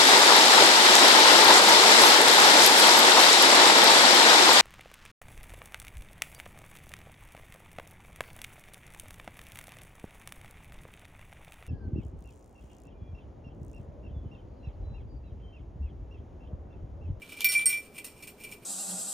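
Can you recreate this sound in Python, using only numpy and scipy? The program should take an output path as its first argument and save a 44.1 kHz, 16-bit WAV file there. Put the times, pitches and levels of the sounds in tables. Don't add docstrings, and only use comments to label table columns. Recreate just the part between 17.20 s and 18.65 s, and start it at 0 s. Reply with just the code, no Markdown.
import sys
import numpy as np
from scipy import signal
from scipy.fft import rfft, irfft
from scipy.io import wavfile
from scipy.ndimage import uniform_filter1d

SR = 44100
rng = np.random.default_rng(int(sys.argv[2]) if len(sys.argv) > 2 else 0)


def persist_wave(psi):
    counts = np.round(np.clip(psi, -1, 1) * 32767).astype(np.int16)
    wavfile.write(sys.argv[1], SR, np.atleast_2d(counts).T)


N = 63945
T = np.arange(N) / SR


def amp(db):
    return 10 ** (np.asarray(db) / 20)


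def unit(x):
    return x / np.sqrt(np.mean(x ** 2) + 1e-20)


def read(points, hz):
    f, value = np.transpose(points)
    return np.interp(np.log(hz + 1), np.log(f + 1), value)


def colour(x, tone):
    hz = abs(np.fft.fftfreq(2048, 1 / SR))
    log_gain = np.log(amp(read(tone, hz)))
    response = np.exp(np.conj(signal.hilbert(log_gain)))
    taps = np.fft.ifft(response).real
    return signal.fftconvolve(x, taps / np.linalg.norm(taps))[:N]


def fade(start, fade_s):
    return (T >= start) * np.exp(-np.log(1000) * np.maximum(T - start, 0) / fade_s)


def swell(middle, half):
    return np.exp(-.5 * ((T - middle) / half) ** 2)


def contacts(per_s, spread_db=3.5):
    size = amp(spread_db * np.minimum(rng.exponential(1, N), 3)) * rng.choice([-1, 1], N)
    return unit(size * (rng.random(N) < per_s / SR))


def resonate(x, hz, width_hz):
    r = np.exp(-np.pi * width_hz / SR)
    return signal.lfilter([np.sqrt(2 * (1 - r * r))], [1, -r * np.exp(2j * np.pi * hz / SR)], x).imag


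# (frequency [Hz], relative level [dB])
AIR_TONE = [(20, -3), (45, -4), (80, 0), (150, -1), (280, 0), (480, -3), (700, -9), (1100, -14),
            (1700, -20), (3000, -24), (6000, -29), (15000, -32)]
# (frequency [Hz], likeness [0-1])
AIR_LIKENESS = [(50, .97), (500, .9), (2000, .7), (12000, .4)]
# (frequency [Hz], level [dB])
HUM_NOTES = [(81, -68), (418, -65)]


def room_noise(air_db=-54.4):
    hz = np.fft.rfftfreq(N, 1 / SR)
    left, other = rfft(rng.standard_normal((2, N)))
    likeness = read(AIR_LIKENESS, hz)
    right = likeness * left + np.sqrt(1 - likeness ** 2) * other
    air = irfft(np.array([left, right]) * amp(read(AIR_TONE, hz)), N)
    hum = sum(amp(db) * unit(resonate(rng.standard_normal(N), f, width_hz=4)) for f, db in HUM_NOTES)
    return amp(air_db) * unit(air) + hum


# (frequency [Hz], time to fade by 60 dB [s])
ECHO_TIMES = [(500, .3), (3000, .3), (9000, .33), (15000, .3)]


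def room_echo(x, shared=.6, delay_s=.004):
    noise = rng.standard_normal((3, SR // 2))
    pair = np.sqrt(shared) * noise[2] + np.sqrt(1 - shared) * noise[:2]
    hz, t, bands = signal.stft(pair, SR, nperseg=256)
    decay = np.exp(-np.log(1000) * t / read(ECHO_TIMES, hz)[:, None])
    tail = signal.istft(bands * decay, SR)[1]
    tail *= np.arange(tail.shape[1]) > delay_s * SR
    return signal.fftconvolve(x, tail / np.linalg.norm(tail[0]), axes=1)[:, :N]


# (frequency [Hz], side level compared with the centre [dB])
TICK_WIDTH = [(1000, -18), (2400, -19), (5000, -11), (9000, -11), (14000, -8)]


def widen(x):
    width = amp(read(TICK_WIDTH, np.fft.rfftfreq(N, 1 / SR)))
    scatter = rng.standard_normal(SR // 500)
    smeared = signal.fftconvolve(x, scatter / np.linalg.norm(scatter))[:N]
    side = irfft(rfft(smeared) * width, N)
    return np.array([x + side, x - side])


# (time [s], level [dB])
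CAGE_CLACKS = [(.2068, -22.5), (.2157, -40), (.2225, -38), (.2447, -26), (.262, -36), (.270, -34),
               (.3195, -35), (.394, -32), (.416, -42), (.529, -43)]
# (middle time [s], half length [s], level [dB])
CAGE_SCRAPES = [(.06, .03, -59), (.13, .025, -55), (.21, .018, -47), (.335, .022, -44), (.415, .016, -47),
                (.53, .028, -47)]
# (frequency [Hz], relative level [dB])
CLACK_TONE = [(300, -27), (900, -13), (1900, -17), (2950, 1), (3650, 4), (4600, -11), (8000, -12),
              (13000, -10), (16000, -20)]
SCRAPE_TONE = [(300, -20), (850, -9), (1450, -6), (1900, -12), (2900, 3), (3700, -2), (5000, -11),
               (9000, -13), (15000, -20)]


def cage():
    clacks = sum(amp(db) * fade(start, fade_s=.018) for start, db in CAGE_CLACKS)
    scrapes = sum(amp(db) * swell(middle, half) for middle, half, db in CAGE_SCRAPES)
    clack_sound = colour(clacks * rng.standard_normal(N), CLACK_TONE)
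    return clack_sound + colour(scrapes * contacts(per_s=3000), SCRAPE_TONE)


def lingering_note(push, hz=2347.5, waver_hz=17, hold_s=.005):
    keep = np.exp(-1 / (hold_s * SR))
    power = signal.lfilter([1 - keep], [1, -keep], push ** 2)
    pitch = hz + waver_hz * unit(uniform_filter1d(rng.standard_normal(N), size=700))
    return np.sqrt(2 * power) * np.sin(2 * np.pi * np.cumsum(pitch) / SR)


# (frequency [Hz], width [Hz], relative level [dB])
HOLLOW_NOTES = [(2345, 50, -2.5), (2470, 120, -7), (2750, 420, -10)]


def hollow_clatter(taps, low_cut_hz=2050):
    clatter = sum((-1) ** k * amp(db) * resonate(taps, hz, width)
                  for k, (hz, width, db) in enumerate(HOLLOW_NOTES))
    return signal.sosfilt(signal.butter(5, low_cut_hz, "high", fs=SR, output="sos"), clatter)


# (time [s], strength [dB], hollow sound's boost [dB], length [s])
PELLET_TUMBLES = [(.0169, -51, 11, .013), (.0872, -53, 5, .028), (.1195, -51, 6, .028),
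                  (.1645, -52, 5, .06), (.778, -46, 8, .024), (.8415, -40.5, -12, .028),
                  (1.0226, -48, 2, .034), (1.0715, -47.5, -1, .028), (1.2345, -46.5, 4, .033),
                  (1.3135, -45.5, 2, .028)]
# (middle time [s], half length [s], strength [dB])
PELLET_ROLLS = [(.06, .04, -64), (.635, .035, -56), (.765, .02, -49.5), (.90, .022, -59), (.995, .028, -56),
                (1.215, .022, -53), (1.302, .012, -53), (1.44, .014, -57)]
# (frequency [Hz], relative level [dB])
DAMPED_TICK_TONE = [(500, -28), (1750, -19), (2650, 1), (3800, -4), (7500, -3), (9200, 4), (11200, -2),
                    (14500, -2), (16000, -11)]
DAMPED_RING_TONE = [(1475, -18), (2010, -5), (4500, -5), (5500, 1), (7600, -9), (8700, -1), (9200, 3),
                    (13500, -1), (14700, -1)]


def tumbling(rise_s=.002):
    push, hollow_push = np.zeros((2, N))
    for start, db, boost_db, length in PELLET_TUMBLES:
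        age = np.maximum(T - start, 0)
        burst = amp(db) * np.exp(-(age / length) ** 1.6) * np.minimum(age / rise_s, 1)
        push += burst
        hollow_push += burst * amp(boost_db)
    for middle, half, db in PELLET_ROLLS:
        roll = amp(db) * swell(middle, half)
        push += roll * amp(-3.5)
        hollow_push += roll
    taps = contacts(per_s=2000)
    pitches = np.array([note[0] for note in BELL_NOTES])
    weights = amp(read(DAMPED_RING_TONE, pitches))
    weights /= np.linalg.norm(weights)
    ring = sum(w * resonate(push * taps, hz, width_hz=48) for w, hz in zip(weights, pitches))
    ticks = colour(push * taps, DAMPED_TICK_TONE)
    clatter = hollow_clatter(hollow_push * taps)
    return amp(-3) * (ticks + ring) + amp(-1) * clatter + amp(-6.5) * lingering_note(hollow_push)


# (frequency [Hz], relative level [dB])
CHATTER_TONE = [(300, -26), (1000, -17), (1800, -14), (2600, 2), (4000, -3), (7200, -3), (8700, 3),
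                (11000, -4), (14500, 1), (16000, -6)]


def chatter(bounce_fade_s=.115, click_s=.0012):
    power = sum((amp(db) * fade(start, bounce_fade_s)) ** 2 for start, *_, db in PELLET_STRIKES)
    clicks = sum(amp(db) * fade(start, click_s * np.log(1000)) for start, *_, db in PELLET_STRIKES)
    bounces = np.sqrt(power) * contacts(per_s=3000)
    return colour(bounces + 1.4 * clicks * rng.standard_normal(N), CHATTER_TONE)


BELL_NOTES = [(1475, -19, .25, 1, 0, .8), (2010, -8, .27, 1, 0, 1), (2347.5, .3, .235, 0, .13, .1),
              (2465, -22, .25, 0, .1, 0), (4476, -5, .11, 1, .75, 0), (5536, 1, .15, 1, 0, .8),
              (7639, -10, .18, 3, .45, 2.2), (8617, 0, .14, 2, -.2, -.5), (8738, -2, .13, 3, -.2, -.5),
              (8777, -2, .2, 3, -.2, -.5), (9226, 0, .31, 3, .45, -.7), (13524, -19, .3, 4, 0, 1.5),
              (14385, -1, .09, 4, .75, -2), (14659, -11, .24, 4, .8, -1.7)]
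# (time [s], main [dB], middle [dB], ping [dB], bright [dB], top [dB], chatter [dB])
PELLET_STRIKES = [(.2155, -35, -55, -60, -60, -54, -40), (.2443, -24, -33.5, -41, -42, -18, -30),
                  (.2535, -22, -44, -42, -42, -34, -37), (.288, -42, -35, -38, -34, -40, -41),
                  (.2957, -40, -34, -38, -36, -37, -42), (.3195, -42, -46, -31, -34, -32, -32),
                  (.328, -37, -47, -41, -42, -42, -36), (.338, -34, -42, -46, -48, -37, -35),
                  (.3505, -22, -48, -48, -48, -43, -43), (.358, -21, -47, -44, -46, -44, -46),
                  (.377, -45, -48, -36, -36.5, -44, -47), (.410, -32, -56, -46, -47, -48, -48),
                  (.4572, -39, -37, -17.5, -40, -29.5, -38), (.4648, -44, -36, -18, -37, -35, -41),
                  (.4925, -36, -49, -42, -46, -30, -37), (.502, -31, -44, -38, -48, -38, -38),
                  (.527, -29, -50, -46, -51, -48, -44), (.540, -30, -54, -44, -54, -46, -48),
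                  (.573, -37, -52, -50, -51, -49, -53)]
# (middle time [s], half length [s], loss [dB])
PELLET_LEANS = [(.280, .008, 3), (.319, .002, 6), (.382, .008, 1), (.446, .006, 10), (.609, .003, 8)]


def bell(knock_rad=1.1, detune_hz=3, rise_cycles=2.5):
    out = np.zeros((2, N))
    hits = [round(strike[0] * SR) for strike in PELLET_STRIKES]
    choke_db = sum(db * np.cumsum(swell(middle, half)) / np.sum(swell(middle, half))
                   for middle, half, db in PELLET_LEANS)
    for hz, db, fade_s, group, lead, left_db in BELL_NOTES:
        kick, power = np.zeros(N), np.full(N, 1e-20)
        kick[hits] = [amp(strike[1 + round(group)] + db) ** 2 for strike in PELLET_STRIKES]
        loss = 2 * np.log(1000) * T / fade_s + choke_db * np.log(10) / 10
        for i in hits:
            power[i:] += kick[i] * np.exp(loss[i] - loss[i:])
        knock = knock_rad * rng.standard_normal(N) * np.sqrt(kick / power)
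        detune = detune_hz * rng.standard_normal(N)[np.cumsum(kick > 0)]
        swing = np.sqrt(2 * power) * np.exp(1j * np.cumsum(knock + 2 * np.pi * detune / SR))
        smooth = np.exp(-hz / (rise_cycles * SR))
        ring = signal.lfilter([1 - smooth], [1, -smooth], swing) * np.exp(2j * np.pi * hz * T)
        out[0] += amp(left_db / 2) * (ring * np.exp(1j * lead)).real
        out[1] += amp(-left_db / 2) * ring.real
    return out


def scene(right_db=.9):
    pan = amp([[-right_db / 2], [right_db / 2]])
    ring = pan * bell()
    ticks = pan * widen(chatter() + tumbling() + cage())
    echo = room_echo(amp(-17) * ring + amp(-9) * ticks)
    return ring + ticks + echo + room_noise()


def record(dry):
    low_pass = signal.firwin(111, 15400, window=("kaiser", 8), fs=SR)
    return signal.oaconvolve(dry, low_pass[None], "same")


dry = scene()
out = record(dry)
persist_wave(out)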